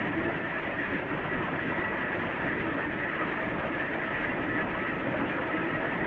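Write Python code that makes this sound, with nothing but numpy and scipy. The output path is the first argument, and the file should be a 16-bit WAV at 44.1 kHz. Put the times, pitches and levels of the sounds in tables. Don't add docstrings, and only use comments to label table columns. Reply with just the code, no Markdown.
import sys
import numpy as np
from scipy import signal
from scipy.fft import rfft, irfft, next_fast_len
from scipy.io import wavfile
from scipy.ndimage import uniform_filter1d, map_coordinates

SR = 44100
rng = np.random.default_rng(int(sys.argv[2]) if len(sys.argv) > 2 else 0)


def bounce(signal):
    frames = np.transpose(np.atleast_2d(signal))
    limited = np.clip(frames, -1, 1)
    pcm = np.round(limited * 32767).astype(np.int16)
    wavfile.write(sys.argv[1], SR, pcm)


def invert_db(level):
    return 10 ** (np.asarray(level, dtype=float) / 20)


N = 267246
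TIME_S = np.arange(N) / SR

# (time [s], level [dB])
BAG_PRESSURE = [(0, 0), (.3, 1), (.55, -2.5), (.9, -0.5), (1.15, 1.5), (1.35, 1), (1.95, -0.1), (2.3, 0),
                (2.7, 1.2), (3.15, -1), (3.55, 0.5), (3.85, -1.6), (4.1, -2), (4.4, 1.9), (4.85, -1.4),
                (5.2, 2.5), (5.5, -0.5), (6.06, 1)]
# (time [s], strength [dB])
INLET_GULPS = [(.3, 5.5), (.61, -1), (1.19, 2), (1.49, 6), (2.24, 5.5), (2.79, 3), (3.22, 0.5), (4.05, 2),
               (5.15, 4.5), (5.39, 6), (5.84, 3.5)]

# (frequency [Hz], density [dB per Hz])
DUCT_SPECTRUM = [(8.8, -47.5), (15, -18.5), (75, -10), (162, -1.5), (232, -2.5), (292, -1.5), (328, 1.5),
                 (470, -9), (610, -43.5), (1030, -120)]
INLET_SPECTRUM = [(380, -38.5), (450, -6.5), (540, -2), (640, -2.5), (780, -7.5), (900, -6), (960, -4.5),
                  (1100, -9), (1270, -5.5), (1450, -6.5), (1600, -7.5), (2000, -39.5)]
HOUSING_SPECTRUM = [(1400, -24.5), (1600, -3), (1690, 0.5), (1930, -1), (2000, -5), (2200, -10),
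                    (2600, -32)]
EDGE_SPECTRUM = [(1400, -32), (1900, -1), (2100, -0.5), (2480, -3), (2590, -5.5), (2700, -5.5), (3250, -13),
                 (3600, -21.5), (4000, -32), (4500, -37), (5300, -45.5), (6200, -61.5)]
HISS_SPECTRUM = [(4600, -20.5), (5400, -4.5), (5900, -1), (6300, -1), (6700, -2.5), (7100, -7),
                 (7450, -17.5), (7700, -24.5), (7800, -42)]

# (time [s], peak level [dB], length [s])
FIRST_SINGING = [(.2, -45, .15), (.5, -47, 0.27), (2.4, -57, .2), (3.0, -55, 0.29), (3.45, -42, 0.11),
                 (3.8, -56, 0.23), (4.05, -46, .15), (4.67, -48, 0.27), (5.12, -49.5, 0.12),
                 (5.5, -50, 0.4), (5.86, -42.5, 0.27)]
SECOND_SINGING = [(.45, -52, .2), (1.373, -46, 0.23), (1.796, -47.5, 0.26), (2.063, -45, 0.1),
                  (2.4, -48, 0.18), (2.7, -44.5, 0.14), (3.15, -51, .4), (3.73, -50.5, .3),
                  (4.054, -42.5, 0.13), (4.523, -43.5, .25), (4.854, -46, 0.32), (5.25, -50.5, 0.18),
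                  (5.603, -46, 0.46)]
THIRD_SINGING = [(.5, -46, 0.19), (.9, -50, 0.14), (1.295, -43.5, 0.21), (1.68, -46, 0.3), (2.0, -44, 0.38),
                 (2.5, -41.5, 0.23), (3.098, -42, 0.23), (3.982, -47, 0.22), (4.2, -45.5, 0.17),
                 (4.536, -44, 0.25), (4.8, -45.5, 0.21), (5.397, -51.5, 0.2), (6.007, -49.5, .2)]
FAINT_TONES = [-62.5, -62, -59.5]
SHAFT_ORDERS = (6, 9.1, 16, 18, 38, 48)
SHAFT_LEVELS = [-57.5, -60.5, -59.5, -60.5, -61.5, -65]

# (time [s], pitch [Hz], peak level [dB], life [s])
RINGING_EDDIES = [(0.103, 301, -34, 0.04), (0.181, 323, -28, 0.04), (0.279, 345, -30.2, 0.045),
                  (0.567, 1690, -30, 0.034), (0.816, 291, -33, 0.05), (0.946, 280, -29, 0.044),
                  (1.127, 291, -28, 0.016), (1.53, 269, -27, 0.018), (1.863, 1949, -34, 0.029),
                  (2.693, 323, -32, 0.061), (2.753, 280, -28.5, 0.038), (2.887, 301, -27, 0.028),
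                  (3.108, 1949, -32.4, 0.022), (3.221, 1281, -29.5, 0.022), (3.457, 301, -30, 0.022),
                  (3.554, 183, -32.5, 0.024), (3.746, 1723, -30.5, 0.021), (3.773, 323, -30.5, 0.018),
                  (3.894, 1766, -37, 0.05), (3.902, 291, -30, 0.022), (4.303, 258, -27.5, 0.016),
                  (4.493, 301, -30, 0.025), (4.57, 301, -27, 0.026), (5.077, 269, -36, 0.055),
                  (5.151, 614, -27.5, 0.022), (5.222, 280, -25.5, 0.046), (5.4, 517, -29.5, 0.021),
                  (5.556, 312, -30.8, 0.04), (5.669, 334, -29.5, 0.044), (6.019, 1949, -31, 0.02)]
# (time [s], pitch [Hz], peak level [dB], life [s])
SHED_EDDIES = [(0.253, 1780, -31, 0.022), (0.939, 1680, -36, 0.029), (1.316, 1944, -35, 0.04),
               (1.335, 1700, -33.2, 0.034), (1.454, 1766, -33.3, 0.04), (1.638, 1936, -32.5, 0.04),
               (1.789, 1916, -32.6, 0.032), (2.023, 1930, -34, 0.034), (2.083, 1900, -32.8, 0.024),
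               (2.127, 1943, -33.0, 0.038), (2.411, 1701, -30, 0.026), (2.502, 1930, -34.5, 0.04),
               (2.726, 1760, -30, 0.0137), (2.816, 1830, -31, 0.038), (2.935, 1740, -32.5, 0.04),
               (3.034, 1940, -30, 0.024), (3.088, 1894, -33.2, 0.04), (3.426, 1820, -32.9, 0.02),
               (3.815, 1830, -33.4, 0.04), (3.93, 1895, -32.9, 0.032), (3.981, 1930, -33.3, 0.04),
               (4.153, 1916, -35, 0.04), (4.207, 1910, -32.3, 0.016), (4.604, 1700, -28, 0.034),
               (4.892, 1920, -35, 0.04), (4.892, 1886, -30, 0.04), (5.75, 1910, -28, 0.028),
               (5.917, 1780, -32.5, 0.034)]
# (centre [Hz], pitch spread [share], life [s], level [dB])
EDDY_CAVITIES = [(310.4, .1, .035, -47), (601.6, .12, 0.026, -49.5), (998, .2, .02, -48.5),
                 (1811, .05, .018, -44), (2565, .04, 0.019, -54)]


def unit(x):
    return x / np.sqrt(np.mean(x ** 2) + 1e-20)


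def wobble(rate):
    knots = rng.standard_normal(int(N * rate / SR) + 4)
    return map_coordinates(knots, [np.arange(N) * rate / SR])


def bumps(rows, length_s=None):
    t = np.arange(0, N + 64, 64) / SR
    total = sum(row[1] * np.exp(-(2 * (t - row[0]) / (length_s or row[2])) ** 2) for row in rows)
    return np.interp(TIME_S, t, total)


def coloured(x, spectrum):
    size = next_fast_len(N + 8192)
    hz, db = np.transpose(spectrum)
    log_hz = np.log(np.fft.rfftfreq(size, 1 / SR) + 1)
    gain = invert_db(np.interp(log_hz, np.log(hz + 1), db, left=-200, right=-200))
    return irfft(rfft(x, size) * gain, size)[:N]


def turbulence(spectrum, patchy_db, flutter_db):
    z = signal.stft(rng.standard_normal(N + 512), nperseg=512)[2]
    patches = uniform_filter1d(rng.standard_normal(z.shape), size=4, axis=0)
    patches = uniform_filter1d(patches, size=8, axis=1)
    noise = signal.istft(z * invert_db(patchy_db * unit(patches)), nperseg=512)[1][:N]
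    return unit(coloured(noise * invert_db(flutter_db), spectrum))


def flow_levels():
    pressure = np.interp(TIME_S, *np.transpose(BAG_PRESSURE))
    gulp = bumps(INLET_GULPS, length_s=0.02)
    burst = bumps([(s, 1, life_s) for s, _, _, life_s in SHED_EDDIES])
    roar_db = -35.5 - 0.7 + 0.9 * pressure - gulp + 0.3 * wobble(8)
    filling_db = 0.2 * (np.arange(N) - N / 2) / SR
    rush_db = -38 + filling_db + gulp + 0.15 * wobble(3.1) + 0.72 * wobble(14)
    whine_db = -37.5 - 0.8 - 0.97 * pressure + 0.34 * burst + 0.54 * wobble(14)
    edge_db = -43.5 - 0.33 * pressure + burst + 0.54 * wobble(17)
    return roar_db, rush_db, whine_db, edge_db


def duct_roar(level_db):
    return invert_db(level_db + 0.08) * turbulence(DUCT_SPECTRUM, patchy_db=1.5, flutter_db=0.57 * wobble(20))


def inlet_rush(level_db, jet):
    return invert_db(level_db + 0.78) * turbulence(INLET_SPECTRUM, patchy_db=1.7, flutter_db=0.6 * jet)


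def housing_whine(level_db, eddies):
    return invert_db(level_db - 1.3) * turbulence(HOUSING_SPECTRUM, patchy_db=2.5, flutter_db=eddies)


def vortex_shedding(level_db, eddies):
    centre_hz, roam_hz, width_hz = 1799, 89.9, 70
    phase = 2 * np.pi * np.cumsum(centre_hz + roam_hz * wobble(22)) / SR
    whistle = wobble(width_hz) * np.cos(phase) + wobble(width_hz) * np.sin(phase)
    return invert_db(level_db - 8.5 + 0.34 * eddies) * unit(whistle)


def edge_noise(level_db, jet, eddies):
    flutter_db = 0.26 * jet + 1.0 * eddies
    return invert_db(level_db + 0.5) * turbulence(EDGE_SPECTRUM, patchy_db=1.6, flutter_db=flutter_db)


def thin_hiss(swell_db, jet, eddies):
    level_db = -82 + 0.4 * (swell_db - swell_db.mean())
    return invert_db(level_db) * turbulence(HISS_SPECTRUM, patchy_db=2.3, flutter_db=1.1 * eddies + 0.6 * jet)


def airflow():
    roar_db, rush_db, whine_db, edge_db = flow_levels()
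    eddies = 1.2 * wobble(55) + 0.4 * wobble(13)
    jet = 1.3 * wobble(40)
    air = duct_roar(roar_db) + inlet_rush(rush_db, jet)
    air = air + housing_whine(whine_db, eddies) + vortex_shedding(whine_db, eddies)
    air = air + edge_noise(edge_db, jet, eddies)
    return air + thin_hiss(whine_db + 0.6 * edge_db - 0.4 * rush_db, jet, eddies)


def singing_db(rows, faint_db):
    swells = bumps([(s, invert_db(db), 0.95 * length_s) for s, db, length_s in rows])
    return 20 * np.log10(invert_db(faint_db) + swells)


def shaft_tone(shaft, order, level_db):
    strength = np.sqrt(2) * invert_db(level_db + 3 * wobble(18))
    return strength * np.sin(order * shaft + 0.4 * wobble(6.5))


def blade_tones():
    blades, loaded_hz, spare_hz, settle_s = 12, 645.2, 6.7, 2.1
    pass_hz = loaded_hz + spare_hz * np.exp(-TIME_S / settle_s)
    shaft = 2 * np.pi * np.cumsum(pass_hz) / SR / blades
    out = np.zeros(N)
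    singing = (FIRST_SINGING, SECOND_SINGING, THIRD_SINGING)
    for multiple, (rows, faint_db) in enumerate(zip(singing, FAINT_TONES), start=1):
        out += shaft_tone(shaft, blades * multiple, singing_db(rows, faint_db) - 0.6)
    for order, db in zip(SHAFT_ORDERS, SHAFT_LEVELS):
        out += shaft_tone(shaft, order, db + 3 * wobble(3))
    return out


def eddy_notes(when_s, pitch_hz, gain, life_s):
    t = (np.arange(4096) - 2048) / SR
    age = t / np.reshape(life_s, (-1, 1))
    slide = 0.05 * rng.standard_normal((len(when_s), 1))
    phase = 2 * np.pi * pitch_hz[:, None] * t * (1 + slide * age / 2)
    wave = gain[:, None] * np.exp(-2.7 * age ** 2) * np.sin(phase)
    at = (when_s * SR).astype(int)[:, None] + np.arange(4096)
    return np.bincount(at.ravel(), wave.ravel(), N + 4096)[2048:N + 2048]


def strong_eddies(rows, trim_db):
    s, hz, db, life_s = np.transpose(rows)
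    return eddy_notes(s, hz, invert_db(db + trim_db), life_s)


def small_eddies(count=150):
    out = np.zeros(N)
    for centre_hz, spread, life_s, level_db in EDDY_CAVITIES:
        when, size = rng.random((count, 2)).T
        pitch_hz = centre_hz * np.exp(spread * rng.standard_normal(count))
        gain = invert_db(-2.5 * np.log(size + 0.011))
        out += invert_db(level_db) * unit(eddy_notes(when * N / SR, pitch_hz, gain, life_s))
    return out


def scene():
    eddies = strong_eddies(RINGING_EDDIES, -1.5) + strong_eddies(SHED_EDDIES, -3.5) + small_eddies()
    return (airflow() + blade_tones() + eddies)[None]


def low_pass(x):
    return signal.sosfilt(signal.butter(12, 7750, fs=SR, output="sos"), x)


def record(dry):
    return low_pass(dry)


dry = scene()
out = record(dry)
bounce(out)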